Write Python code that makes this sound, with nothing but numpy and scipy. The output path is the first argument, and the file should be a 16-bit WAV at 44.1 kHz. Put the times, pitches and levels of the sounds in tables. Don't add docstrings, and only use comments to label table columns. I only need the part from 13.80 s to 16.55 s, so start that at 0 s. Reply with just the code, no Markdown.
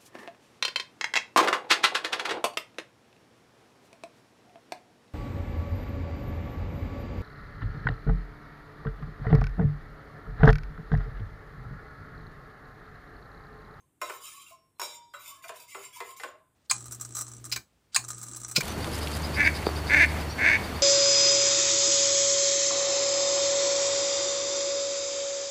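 import sys
import numpy as np
from scipy import signal
from scipy.fft import rfft, irfft, next_fast_len
from scipy.io import wavfile
from scipy.ndimage import uniform_filter1d, map_coordinates

SR = 44100
rng = np.random.default_rng(int(sys.argv[2]) if len(sys.argv) > 2 else 0)


def to_linear_factor(level_db):
    exponent = np.asarray(level_db, float) / 20
    return 10 ** exponent


def wav_record(signal):
    frames = np.transpose(np.atleast_2d(signal))
    bounded = np.clip(frames, -1, 1)
    quanta = np.round(bounded * 32767).astype(np.int16)
    wavfile.write(sys.argv[1], SR, quanta)


N = 121275

# [start t/s, hardest t/s, end t/s, hardest level/dB, end level/dB]
STROKES = [(0.001, 0.0025, 0.033, -78.5, -102), (0.205, 0.19, 0.23, -70, -72),
           (0.984, 0.99, 0.98, -63, -82), (0.2155, 0.15, 0.37, -47, -56.5), (0.406, 0.45, 0.58, -50, -55),
           (0.58, 0.62, 0.64, -51.5, -62), (0.653, 0.698, 0.7194, -55.5, -61),
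           (0.999, 0.9, 1.14, -54.5, -56), (1.027, 1.032, 1.21, -45.5, -78.5),
           (1.335, 1.34, 1.355, -55.5, -57), (1.391, 1.482, 1.59, -49, -66),
           (1.624, 1.64, 1.66, -52, -59.5), (1.677, 1.694, 1.698, -50, -62),
           (1.74, 1.763, 1.844, -52.5, -61), (1.877, 1.902, 2.05, -51.5, -65.5),
           (1.962, 2.05, 2.07, -51, -53.5), (2.126, 2.166, 2.28, -50, -73),
           (2.234, 2.32, 2.294, -51, -49.5), (2.365, 2.23, 2.462, -47, -58.5)]
# [t/s, peak level/dB]
CATCHES = [
    (0.185, -77),
    (0.4691, -34.5),
    (0.673, -47),
    (0.8834, -82),
    (1.4593, -32),
    (1.6829, -31),
    (1.7605, -34),
    (1.8002, -32.5),
    (1.9047, -40),
    (2.145, -45.5),
]
# [f/Hz, width/Hz, level/dB]
SCRAPED_BASE = [(1130, 196, -4.5), (2186, 140, -2.5), (2760, 37, -11), (3065, 140, -4), (3747, 305, -10.5),
                (4730, 100, -6), (5400, 158, -8), (7125, 152, 5), (8560, 210, -3), (9800, 140, -2),
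                (11120, 96, -4), (11850, 150, -13.5), (13650, 190, 0.5), (14940, 800, -7.5)]
# [f/Hz, level/dB]
FIZZ = [(410, -62), (700, -61), (1120, -7), (1850, -5), (2250, 6), (4130, 2), (7030, 4), (15500, -4.5)]
DEAD_HZ = [800, 1880, 4170, 4190, 6000]
# [t/s, f/Hz, level/dB]
GLIDES = [
    [(0.5, 1060, -78), (0.566, 1089, -52.5), (0.7, 1223, -92)],
    [(1.37, 983, -65), (1.412, 1180, -66.5), (1.64, 1046, -59.5)],
    [(0.33, 1058, -58), (0.42, 1107, -59.5), (0.5, 1088, -67)],
    [(1.72, 1010, -62), (1.8, 968, -61), (1.94, 999, -85.5)],
    [(1.88, 2084, -74), (1.91, 2224, -62), (1.95, 2390, -61)],
    [(1.99, 994, -76), (2.09, 1012, -60), (2.12, 1010, -80)],
    [(1.5, 1514, -84), (1.58, 1685, -70), (1.63, 1700, -83)],
    [(2.13, 1632, -75), (2.19, 1703, -67), (2.2, 1770, -62)],
    [(1.4, 600, -68), (1.61, 643, -82), (1.67, 680, -45)],
    [(0.95, 4100, -85), (0.988, 4110, -71), (0.996, 4200, -74)],
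    [(2.13, 1057, -92), (2.174, 982, -46.5), (2.2, 1040, -57.5)],
    [(2.27, 1056, -70), (2.308, 1058, -48.5), (2.36, 1042, -67)],
]
# [t/s, f/Hz, peak level/dB, t60/s]
PINGS = [(.004, 6370, -70, .067), (.02, 1050, -76, .2), (.219, 1051, -38, .3), (.42, 4950, -58, .06),
         (.466, 3106, -60, .1), (.521, 1770, -64, .15), (.595, 3170, -51, .064), (.601, 2353, -57, .083),
         (.665, 2757, -50, .051), (.7, 2232, -58, .11), (.709, 660, -59, .15), (.719, 1050, -52, .22),
         (.721, 5488, -74, .5), (.965, 3480, -77, .06), (.968, 1020, -73, .05), (.989, 2480, -70, .04),
         (1.01, 7575, -55, .45), (1.02, 7790, -68, .9), (1.021, 6785, -60, .7), (1.022, 2332, -55, .4),
         (1.023, 8500, -53, .3), (1.03, 3185, -66, .6), (1.031, 603, -54, .4), (1.04, 5490, -45, .18),
         (1.06, 5487, -60, .6), (1.09, 3580, -58, .4), (1.1, 947, -58, .8), (1.341, 7570, -56, .2),
         (1.342, 575, -51, .13), (1.343, 3890, -59, .3), (1.46, 2230, -60, .077), (1.615, 2005, -62, .1),
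         (2.02, 2167, -58, .15), (2.031, 1750, -60, .05), (2.13, 3338, -55, .11), (2.398, 2040, -41, .059),
         (2.444, 1072, -46.5, .16), (2.551, 630, -61, .2), (2.611, 1040, -61, .1), (2.649, 1050, -66, .14),
         (1.952, 395, -49, .18), (1.342, 1250, -48, .06), (.299, 1400, -46, .05)]
# [t/s, peak level/dB, hob thud level/dB, wall ring level/dB, snap level/dB]
KNOCKS = [(0.217, -22, -12, -15.5, 4), (0.298, -29, -8.5, -29, 8), (0.999, -34.5, -10.5, -4.5, 10.5),
          (1.017, -33.5, -7.5, -3.5, 13), (1.339, -29, -35, -37, -4.5), (1.64, -31.5, -28, -34, -20),
          (1.694, -31.5, -6.5, -51, 8.5), (1.949, -27.5, -13.5, -46, 2.5), (2.205, -25, -12, -42, 4.5),
          (2.4, -42, -7, -13.5, 16), (2.436, -27.5, -10, -51, 8)]
# [f/Hz, level/dB]
BASE = [(970, -2), (1052, 2.5), (1110, -6), (1220, -15.5), (1315, -1.5), (1470, -2.5), (1750, -23),
        (2055, -5), (2403, -7.5), (2750, -11.5), (3100, -19)]
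# [f/Hz, level/dB]
HOB = [(345, -18.5), (395, 2), (490, 3), (608, 1.5), (650, -3.5), (760, -9)]
WALL_HZ = [950, 3578, 3770, 3882, 4893, 5412, 5488, 6145, 6641, 6939, 7570, 8400, 9857, 11210]
# [level/dB, t60/s]
WALL = [(-13.5, 0.86), (-21, 1), (-27, 1), (-7, 0.39), (-17, 0.83), (-15, 0.42), (3.5, 0.13), (-57, 0.19),
        (-7.5, 0.3), (-7, 0.4), (-12, 0.39), (-15, 0.23), (-8, 0.067), (-24, 0.12)]
# [f/Hz, level/dB]
SNAP = [(150, -30), (250, -34), (1030, -2), (1700, -5.5), (5500, -20.5), (6000, -32), (7130, -15.5),
        (15500, -37)]
# [t/s, peak level/dB, f/Hz, t60/s]
TAPS = [
    (.2155, -31, 1120, 0.025),
    (.2985, -32.5, 986, .025),
    (0.307, -35.5, 1330, 0.019),
    (.32, -37.5, 1054, .03),
    (0.9967, -25.5, 1020, 0.014),
    (1.0159, -26.5, 1040, 0.019),
    (1.3392, -40, 1385, 0.052),
    (2.399, -42.5, 783, 0.054),
]
# [f/Hz, t60/s]
KITCHEN = [(300, 0.38), (1500, 0.36), (5000, 0.29), (12000, 0.12)]
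# [f/Hz, level/dB]
HUM = [(15, -54), (30, -14.5), (125, -1.5), (215, -12.5), (290, -6.5), (600, -18.5), (3000, -28.5),
       (5500, -39), (8300, -23), (15500, -33)]


def scrape():
    drift_hz, drift_share = 44.6, 0.0093
    grit_db = 2.5 * rng.exponential(size=N) + 1.2 * wobble(55)
    push = pressure() * unit(rng.standard_normal(N) * to_linear_factor(grit_db))
    i = np.arange(441)
    for s, db in CATCHES:
        push[round(s * SR):][:441] += to_linear_factor(db - 12.5 - i / 20) * rng.standard_normal(441)
    rung = np.zeros(N)
    for hz, width_hz, db in SCRAPED_BASE:
        for side in (-1, 1):
            swell = to_linear_factor(db + 5.9 * wobble(18))
            pitch = hz + side * width_hz * 0.37 + (drift_hz + drift_share * hz) * wobble(12)
            rung += swell * moving(push, pitch, width_hz * 1.11)
    fizz = patchy(filtered(push, lambda f: to_linear_factor(along(FIZZ, f))), depth_db=4)
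    return without_dead_pitches(to_linear_factor(10.5 + 1) * rung + to_linear_factor(-1.5) * fizz)


def pressure():
    swell_db, rest_db, let_go_s = 9, 17.5, 0.054
    t = np.arange(N) / SR
    strokes = []
    for start, hardest, end, top_db, end_db in STROKES:
        times = [start - 0.004, start, hardest, end, end + let_go_s]
        levels = [-110, top_db - swell_db, top_db, end_db, end_db - rest_db]
        strokes.append(to_linear_factor(np.interp(t, times, levels, right=-150)))
    return uniform_filter1d(np.max(strokes, axis=0), size=44)


def without_dead_pitches(x):
    width_hz = 220

    def response(f):
        return np.prod([(c * c - f * f) / (c * c - f * f + 1j * f * width_hz) for c in DEAD_HZ], axis=0)

    return filtered(x, response)


def singing():
    t, out = np.arange(N) / SR, np.zeros(N + SR)
    for rows in GLIDES:
        s, hz, db = np.transpose(rows)
        tone = unit(moving(rng.standard_normal(N), np.interp(t, s, hz), width_hz=43))
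        level = to_linear_factor(np.interp(t, s, db, left=-150, right=-150))
        out[:N] += tone * uniform_filter1d(level, size=600)
    for s, hz, db, t60 in PINGS:
        ping = ring([(hz, db + 4, t60)], t[:SR], spread_db=0, attack_s=0.002, detune=0)
        out[round(s * SR):][:SR] += ping * to_linear_factor(2.5 * wobble(22)[:SR])
    return out[:N]


def knocks():
    out, t = np.zeros(N + SR), np.arange(SR) / SR
    for s, db, thud_db, wall_db, snap_db in KNOCKS:
        blow = to_linear_factor(snap_db - 10.5 - 60 * t / 0.035) * coloured(SNAP, SR) * (1 - np.exp(-t / 0.001))
        blow += to_linear_factor(-3.5) * dull_thud(BASE, t, t60=0.043, touch_s=0.0048)
        blow += to_linear_factor(4.5 + thud_db) * dull_thud(HOB, t, t60=0.055, touch_s=0.022)
        late = 66
        blow[late:] += to_linear_factor(-4.5 + 1.47 * wall_db) * wall_clink(t)[:-late]
        out[round(s * SR) - 88:][:SR] += to_linear_factor(db) * in_kitchen(blow)
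    return microphone_low_cut(out[:N])


def dull_thud(modes, t, t60, touch_s):
    press = np.exp(-t / touch_s) * (1 - np.exp(-t / 0.0029))
    contact = rng.standard_normal(SR // 4) * press[:SR // 4]
    struck = ring([(*m, t60) for m in modes], t, spread_db=1, attack_s=0.001, detune=0.01)
    dull = signal.fftconvolve(struck, contact)[:SR]
    return dull / np.abs(dull).max()


def wall_clink(t):
    wall = np.column_stack([WALL_HZ, WALL])
    near = ring(wall, t, spread_db=2, attack_s=0.003, detune=0.004)
    near += ring(wall, t, spread_db=2, attack_s=0.003, detune=0.008)
    click = to_linear_factor(8 - 60 * t / 0.01) * np.gradient(rng.standard_normal(SR)) * 2
    return ring(wall, t, spread_db=0.27, attack_s=0.00046, detune=0) + to_linear_factor(0.5) * near + click


def taps():
    out, t = np.zeros(N + SR), np.arange(SR // 2) / SR
    for s, db, hz, t60 in TAPS:
        tones = np.sin(2 * np.pi * hz * t) + to_linear_factor(-9) * np.sin(2 * np.pi * 2.35 * hz * t)
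        clang = to_linear_factor(-60 * t / t60) * tones
        click = to_linear_factor(-4 - 60 * t / 0.0036) * np.diff(rng.standard_normal(len(t) + 1))
        out[round(s * SR):][:len(t)] += to_linear_factor(db) * (clang + click)
    return microphone_low_cut(out[:N])


def microphone_low_cut(x):
    low_hz = 279
    return filtered(x, lambda f: (1j * f / (low_hz + 1j * f)) ** 4)


def in_kitchen(x):
    return x + to_linear_factor(-5) * signal.fftconvolve(x, kitchen_tail())[:len(x)]


def kitchen_tail():
    hz, t, z = signal.stft(rng.standard_normal(SR // 2), SR, nperseg=256)
    decay = to_linear_factor(-60 * t / along(KITCHEN, hz)[:, None])
    tail = signal.istft(z * decay, SR, nperseg=256)[1]
    return np.pad(tail / np.linalg.norm(tail), (130, 0))


def hum():
    return to_linear_factor(-72.5 + 0.15 * wobble(8.8)) * coloured(HUM, N)


def ring(modes, t, spread_db, attack_s, detune):
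    hz, db, t60 = np.transpose(modes)[:, :, None]
    strength, phase, shift = rng.standard_normal((3, len(modes), 1))
    turns = 2 * np.pi * hz * (1 + detune * shift) * t + phase
    tones = to_linear_factor(db + spread_db * strength - 60 * t / t60) * np.sin(turns)
    return tones.sum(0) * (1 - np.exp(-t / attack_s))


def moving(x, hz, width_hz):
    turn = 2 * np.pi * np.cumsum(hz) / SR

    def low(f):
        return 1 / (1 + 2j * f / width_hz) ** 2

    in_phase = np.cos(turn) * filtered(x * np.cos(turn), low)
    return in_phase + np.sin(turn) * filtered(x * np.sin(turn), low)


def patchy(x, depth_db):
    z = signal.stft(x, nperseg=512)[2]
    field = uniform_filter1d(rng.standard_normal(z.shape), size=3, axis=0)
    field = uniform_filter1d(field, size=6, axis=1)
    return signal.istft(z * to_linear_factor(depth_db * unit(field)), nperseg=512)[1][:N]


def coloured(spectrum, size):
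    return unit(filtered(rng.standard_normal(size), lambda hz: to_linear_factor(along(spectrum, hz))))


def filtered(x, response):
    m = next_fast_len(len(x) + SR // 10)
    return irfft(rfft(x, m) * response(np.fft.rfftfreq(m, 1 / SR)), m)[:len(x)]


def wobble(rate):
    return map_coordinates(rng.standard_normal(200), [np.arange(N) * rate / SR])


def along(points, hz):
    f, v = np.transpose(points)
    return np.interp(np.log(hz + 1), np.log(f + 1), v)


def unit(x):
    return x / np.sqrt(np.mean(x ** 2) + 1e-20)


def scene():
    spoon = scrape() + singing() + taps()
    return (knocks() + in_kitchen(spoon) + hum())[None]


def band_limit(x):
    return signal.sosfilt(signal.butter(12, 16860, fs=SR, output="sos"), x)


def record(dry):
    mix = filtered(dry[0], lambda hz: to_linear_factor(np.interp(hz, [15400, 15560], [0, -33.5])))
    return band_limit(mix[None])


dry = scene()
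out = record(dry)
wav_record(out)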